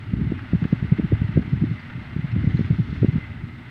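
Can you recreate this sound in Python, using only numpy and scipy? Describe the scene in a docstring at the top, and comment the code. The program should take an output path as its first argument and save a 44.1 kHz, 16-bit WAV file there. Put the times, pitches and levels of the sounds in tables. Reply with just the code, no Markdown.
"""A tractor and a beet harvester crawl side by side across a field, some way off.
Their clatter is amplitude-modulated by diesel firings and conveyor chains, and blends with wavering
resonant whines into one drone, with the scrape of the crop, a few steel clanks and one reflection.
Close up, gusts buffet the microphone: every eddy is one low thump with a short ragged wake."""
import sys
import numpy as np
from scipy.fft import rfft, irfft, next_fast_len
from scipy.io import wavfile
from scipy.ndimage import map_coordinates

SR = 44100
rng = np.random.default_rng(int(sys.argv[2]) if len(sys.argv) > 2 else 0)


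def bounce(signal):
    """Save signal as a 16-bit WAV file at the path given by the first command-line argument."""
    frames = np.transpose(np.atleast_2d(signal))
    limited = np.clip(frames, -1, 1)
    pcm = np.round(limited * 32767).astype(np.int16)
    wavfile.write(sys.argv[1], SR, pcm)


N = 163170

# spectrum of the microphone's hiss (frequency [Hz], relative level [dB])
HISS_SPECTRUM = [(100, 4.5), (6000, -1.5), (8600, 3), (9200, -3.5), (15500, -5.5)]
# eddies that hit the microphone (time [s], peak level [dB], pitch [Hz], fall time [ms])
EDDY_HITS = [(0.137, -7, 184, 3), (0.194, -15, 152, 3.8), (.216, -14, 179.3, 7.4), (.27, -14, 135.8, 7.2),
             (0.304, -14.5, 144, 4), (0.321, -12, 284, 2), (.535, -4.5, 196.6, 2.5),
             (.551, -8.5, 152.5, 7.1), (0.625, -11.5, 190.2, 8), (0.653, -12, 199.4, 4),
             (0.73, -3.5, 194.3, 3.2), (.827, -11.5, 170, 3.4), (0.846, -15, 149, 5.7),
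             (0.923, -2.5, 159.7, 4.2), (.989, -14.5, 250, 3.7), (0.997, -9, 255, 2.7),
             (1.045, -10.5, 182, 5.4), (1.123, -6, 255, 1.34), (1.131, -7.5, 126.1, 12.6),
             (1.219, -5.5, 156, 2.6), (1.247, -15.5, 123.4, 8.7), (1.293, -18.5, 153.8, 8.4),
             (1.362, -10, 154, 2.8), (1.373, -16, 420, 2.9), (1.376, -0.5, 162.2, 2.74),
             (1.393, -10, 202, 2.9), (1.479, -14.5, 178.6, 2.1), (1.534, -8.5, 152.8, 6.4),
             (1.623, -10.5, 166, 9.9), (1.64, -10, 229.3, 3.4), (1.711, -18, 148, 13.5),
             (1.954, -19, 152.6, 2.6), (1.982, -20.5, 141.6, 3.4), (2.165, -9, 148.8, 2.44),
             (2.192, -17, 174, 8.8), (2.246, -15.5, 168, 8.1), (2.335, -18.5, 135.8, 16),
             (2.363, -11.5, 215, 3.8), (2.443, -11.5, 210, 4), (2.475, -5.5, 154.5, 3.8),
             (2.547, -9, 147, 6.8), (2.594, -7.5, 165.3, 2), (2.61, -9, 145, 4.1), (2.708, -5, 142.7, 5.6),
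             (2.729, -13, 166.3, 3.1), (2.788, -15, 178, 3.8), (2.8, -9, 144, 9.5), (2.929, -16, 152, 4.3),
             (3.025, -9, 124, 9.9), (3.032, -11.5, 276, 1.6), (3.047, -4, 224.7, 2.17),
             (3.088, -7.5, 147, 6.3), (3.132, -16.5, 165.4, 8), (3.159, -11.5, 173.5, 6.3),
             (3.182, -11, 172.6, 2.2), (3.439, -16, 116.8, 3.7)]
# turbulence between the eddies (time [s], level [dB])
BREEZE_LEVEL = [(0, -38), (.2, -25.5), (.44, -32), (.5, -36), (.8, -34), (.95, -29), (1.3, -31),
                (1.68, -28.5), (1.8, -38.5), (1.92, -42), (1.96, -33.5), (2.08, -35.5), (2.28, -34.5),
                (2.4, -23.5), (2.65, -31), (2.85, -29.5), (3.15, -30.5), (3.25, -37.5), (3.4, -36),
                (3.7, -41)]
# spectrum of the turbulence (frequency [Hz], relative level [dB])
TURBULENCE_SPECTRUM = [(20, -30), (40, -12.5), (65, 2.5), (110, 7.5), (170, -3), (260, -3), (400, -18.5),
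                       (600, -46), (1200, -84.5)]
# spectrum of the rough air behind an eddy (frequency [Hz], relative level [dB])
RASP_SPECTRUM = [(120, -26), (240, 1.5), (320, 0.5), (410, -1), (500, -12), (700, -19), (1200, -45),
                 (3000, -120)]
# clinks of small steel parts (time [s], level [dB], pitch [Hz])
CLINK_HITS = [(1.795, -50, 4600), (2.045, -52, 4180), (2.571, -40, 4040), (2.935, -54, 4380)]
# steel clanks in the harvester (time [s], level [dB], lowest mode [Hz])
CLANK_HITS = [(0.389, -38, 1540), (.638, -35.5, 1544), (.975, -41, 2050), (1.165, -41, 1875),
              (1.337, -39, 2060), (1.42, -39, 1646), (1.897, -36, 1393), (2.315, -42, 2735),
              (2.506, -36.5, 2047), (2.645, -39, 2090), (2.961, -39, 1636), (3.238, -43.5, 2120)]
# modes of the loose steel (frequency [multiple of the lowest mode], relative level [dB])
STEEL_MODES = [(1, -0.5), (1.53, -11.5), (1.94, -16.5)]
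# soil and beets scraping through the harvester (time [s], level [dB])
SCRAPE_LEVEL = [(0, -67), (.35, -68), (.7, -61.5), (1.05, -67.5), (1.5, -63.5), (1.75, -63), (2.35, -67.5),
                (2.48, -60.5), (2.64, -59), (2.73, -60.5), (2.92, -58), (3.38, -68.5), (3.7, -65)]
# spectrum of that scraping (frequency [Hz], relative level [dB])
SCRAPE_SPECTRUM = [(1500, -17), (2700, -2), (3500, 7), (3870, -1), (4150, 4), (4700, -4), (5500, -8),
                   (6500, -17), (9000, -35)]
# the harvester's main whine (time [s], level [dB])
DRIVE_LEVEL = [(.1, -67), (.25, -58.5), (.72, -62.5), (.95, -57.5), (1.2, -55), (1.55, -58.5), (1.88, -51),
               (2.15, -61.5), (2.52, -52.5), (2.78, -62.5), (3.2, -49), (3.38, -55.5), (3.7, -61)]
# slow and fast conveyor chain (rattle rate [Hz], modulation depth [fraction])
CONVEYOR_CHAINS = [(22, 0.041), (28.3, 0.13)]
# ringing panels and whining drives (frequency [Hz], width [Hz], level at mean loudness [dB])
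RESONANCES = [(606.7, 15, -64), (908.7, 5.8, -63), (1263, 20, -72.5), (1490, 8.7, -71), (1911, 22, -63),
              (2100, 95, -68), (2290, 12, -75), (2750, 29, -74), (3514, 12, -75)]
# exhaust hum (frequency [multiple of the firing rate], level [dB])
EXHAUST_HARMONICS = [(1, -51), (2, -52.5), (3, -67.5)]
# loudness contour shared by clatter and resonances (time [s], relative level [dB])
MACHINE_LEVEL = [(0, -46), (.2, -45), (.42, -43), (.75, -43), (1.15, -42), (1.55, -44), (1.88, -43.5),
                 (2.2, -43), (2.58, -42), (2.85, -45), (3.18, -43), (3.4, -46), (3.6, -46.5), (3.7, -45.5)]
# spectrum of the diesel and conveyor clatter (frequency [Hz], relative level [dB])
CLATTER_SPECTRUM = [(150, 1), (400, -8.5), (540, -9), (880, -3), (1040, -7), (1270, -0.5), (1550, 0),
                    (1720, -1.5), (2100, 1.5), (2350, -6), (2700, -5.5), (3300, -12), (3850, -16),
                    (5000, -26.5), (6500, -38.5), (9000, -58)]

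TIME = np.arange(N) / SR


def amp(db):
    """Decibels to amplitude ratio."""
    return 10 ** (np.asarray(db) / 20)


def unit(x):
    """Normalisation to rms 1."""
    return x / np.sqrt(np.mean(x ** 2) + 1e-20)


def curve(rows):
    """Linear interpolation of (time [s], value) points."""
    return np.interp(TIME, *np.transpose(rows))


def wobble(rate_hz):
    """Smooth random modulation: a spline through rate_hz random knots a second."""
    return map_coordinates(rng.standard_normal(4096), [TIME * rate_hz], mode="wrap")


def filtered(x, response):
    """Linear filtering: the spectrum of x times a frequency response."""
    size = next_fast_len(N + SR // 2)
    return irfft(rfft(x, size) * response(np.fft.rfftfreq(size, 1 / SR)), size)[:N]


def noise(spectrum):
    """Spectral shaping of white noise by (frequency [Hz], level [dB]) points, rms 1."""
    points_hz, db = np.transpose(spectrum)
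    white = rng.standard_normal(N)
    return unit(filtered(white, lambda hz: amp(np.interp(np.log(hz + 1), np.log(points_hz), db))))


def ringing(centre_hz, width_hz):
    """Forced vibration of a resonance driven by noise, rms 1."""
    white = rng.standard_normal(N)
    return unit(filtered(white, lambda hz: 1 / (1 + 2 * ((hz - centre_hz) / width_hz) ** 2)))


def shaft_phase(rate_hz, drift):
    """Phase as the integral of a shaft's slightly wandering speed."""
    speed_hz = rate_hz * (1 + drift * wobble(6.04))
    return 2 * np.pi * (np.cumsum(speed_hz) / SR + rng.random())


def wake_power(at, db, rise_s, fall_s):
    """Exponential growth and decay of turbulent power around one eddy."""
    time_constants = np.maximum((TIME - at) / fall_s, (at - TIME) / rise_s)
    return amp(db) ** 2 * np.exp(-2 * np.minimum(time_constants, 20))


def turbulence():
    """Incoherent sources add in power: a low, fluttering breeze plus the wake of every eddy."""
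    wakes = sum(wake_power(at, db - 20, rise_s=.007, fall_s=.013) for at, db, _, _ in EDDY_HITS)
    breeze = amp(curve(BREEZE_LEVEL) + 2 * wobble(40))
    return np.sqrt(wakes + breeze ** 2) * noise(TURBULENCE_SPECTRUM)


def rasp(db_per_hz=.081):
    """Fine-scale turbulence trails each eddy, louder after the small, high-pitched ones."""
    power = np.zeros(N)
    mean_hz = np.mean(EDDY_HITS, axis=0)[2]
    for at, db, hz, _ in EDDY_HITS:
        rasp_db = db - 25 + db_per_hz * (hz - mean_hz)
        power += wake_power(at, rasp_db, rise_s=.003, fall_s=.0087)
    return np.sqrt(power) * noise(RASP_SPECTRUM)


def eddies(rise_share=.4, pitch_sag=.22, steepening=.44, bass_cut_hz=50):
    """Pressure pulses of sinking pitch; nonlinear steepening gives strong ones a second harmonic."""
    out = np.zeros(N)
    ragged_rad = .5 * wobble(170)
    phases = 2 * np.pi * rng.random(len(EDDY_HITS))
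    for (at, db, hz, fall_ms), phase in zip(EDDY_HITS, phases):
        fall_s = fall_ms / 1000
        near = abs(TIME - at) < 20 * fall_s
        age = (TIME[near] - at) / fall_s  # in fall times
        swell = 1 / (np.exp(-age / rise_share) + np.exp(age))
        swell = amp(db) * swell / swell.max()
        cycles = hz * fall_s * (age - pitch_sag * np.log(np.cosh(age)))
        angle = 2 * np.pi * cycles + phase + ragged_rad[near]
        front = steepening * swell ** 2 / (1 + np.exp(2 * age))
        out[near] += swell * np.cos(angle) + front * np.sin(2 * angle)
    return filtered(out, lambda hz: 1 / np.sqrt(1 + (bass_cut_hz / (hz + 1)) ** 6))


def squeak(peak_s=2.56, half_width_s=.07):
    """Friction excites a thin, high resonance of metal that swells and fades."""
    swell = np.exp(-((TIME - peak_s) / half_width_s) ** 2)
    return amp(-76) * swell * ringing(centre_hz=6400, width_hz=280)


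def impact(t, rise_s, fall_s):
    """Envelope of a damped vibration t seconds after a blow."""
    return (1 - np.exp(-t / rise_s)) * np.exp(-t / fall_s)


def clinks(split_hz=190):
    """Beating between two close modes as small steel parts snap together."""
    out = np.zeros(N)
    for at, db, hz in CLINK_HITS:
        t = np.maximum(TIME - at, 0)
        pair = np.sin(2 * np.pi * hz * t) + .5 * np.sin(2 * np.pi * (hz + split_hz) * t)
        out += amp(db) * impact(t, rise_s=.0006, fall_s=.005) * pair
    return out


def clanks(rise_s=.0015, fall_s=.0097):
    """Impact excitation of loose steel: a burst of clatter and damped, rattling inharmonic modes."""
    out = np.zeros(N)
    crash = noise(CLATTER_SPECTRUM)
    rattles_rad = [1.3 * wobble(330) for _ in STEEL_MODES]
    for at, db, hz in CLANK_HITS:
        near = (TIME > at) & (TIME < at + 10 * fall_s)
        t = TIME[near] - at
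        ring = sum(amp(mode_db) * np.sin(2 * np.pi * hz * ratio * t + rattle[near])
                   for (ratio, mode_db), rattle in zip(STEEL_MODES, rattles_rad))
        out[near] += amp(db) * impact(t, rise_s, fall_s) * (crash[near] + ring)
    return out


def scrape():
    """Friction noise of the crop on the conveyors, surging at the rate of the faster chain."""
    fast_chain_hz = CONVEYOR_CHAINS[1][0]
    surge = 1 + .27 * np.cos(shaft_phase(fast_chain_hz, drift=.01))
    grit_db = 1.5 * wobble(70) + .91 * wobble(12)
    return amp(curve(SCRAPE_LEVEL) + grit_db) * surge * noise(SCRAPE_SPECTRUM)


def drive(pitch_hz=2054, shake_hz=40.2):
    """The harvester's main whine: a frequency-modulated tone and noisy ring that swell with the load."""
    shaky_hz = pitch_hz + shake_hz * wobble(110)
    tone = np.sqrt(2) * np.sin(2 * np.pi * np.cumsum(shaky_hz) / SR)
    ring = 1.5 * ringing(pitch_hz, width_hz=77)
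    return amp(curve(DRIVE_LEVEL)) * unit(tone + ring)


def exhaust(firing_phase):
    """Periodic diesel firings make a harmonic hum; each harmonic wavers in level."""
    return sum(amp(db + .83 * wobble(20)) * np.sqrt(2) * np.sin(harmonic * firing_phase)
               for harmonic, db in EXHAUST_HARMONICS)


def machines(firing_hz=119.6, knock_depth=.081, rattle_db=.64):
    """Amplitude modulation of clatter and whines by firings and chains, over the exhaust hum."""
    firing_phase = shaft_phase(firing_hz, drift=.00826)
    shake = amp(rattle_db * wobble(56)) * (1 + knock_depth * np.cos(firing_phase))
    for rate_hz, depth in CONVEYOR_CHAINS:
        shake *= 1 + depth * np.cos(shaft_phase(rate_hz, drift=.028))
    level_db = curve(MACHINE_LEVEL)
    clatter = amp(level_db - 1.63) * noise(CLATTER_SPECTRUM)
    whines = sum(amp(db) * ringing(hz, width_hz) for hz, width_hz, db in RESONANCES)
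    whines *= amp(level_db - level_db.mean())
    return unit(shake) * (clatter + whines) + exhaust(firing_phase)


def scene(reflection_gain=.27, delay_s=.00931):
    """Superposition of the distant machines, comb-filtered by one reflection, and the close wind."""
    far = machines() + drive() + scrape() + clanks() + clinks() + squeak()
    far = filtered(far, lambda hz: 1 + reflection_gain * np.exp(-2j * np.pi * hz * delay_s))
    return (far + eddies() + rasp() + turbulence())[None]


def record(dry, band_limit_hz=15750):
    """Self-noise and finite bandwidth: the microphone adds faint hiss and loses the highest treble."""
    hiss = amp(-74) * noise(HISS_SPECTRUM)
    return filtered(dry[0] + hiss, lambda hz: hz < band_limit_hz)[None]


dry = scene()
out = record(dry)
bounce(out)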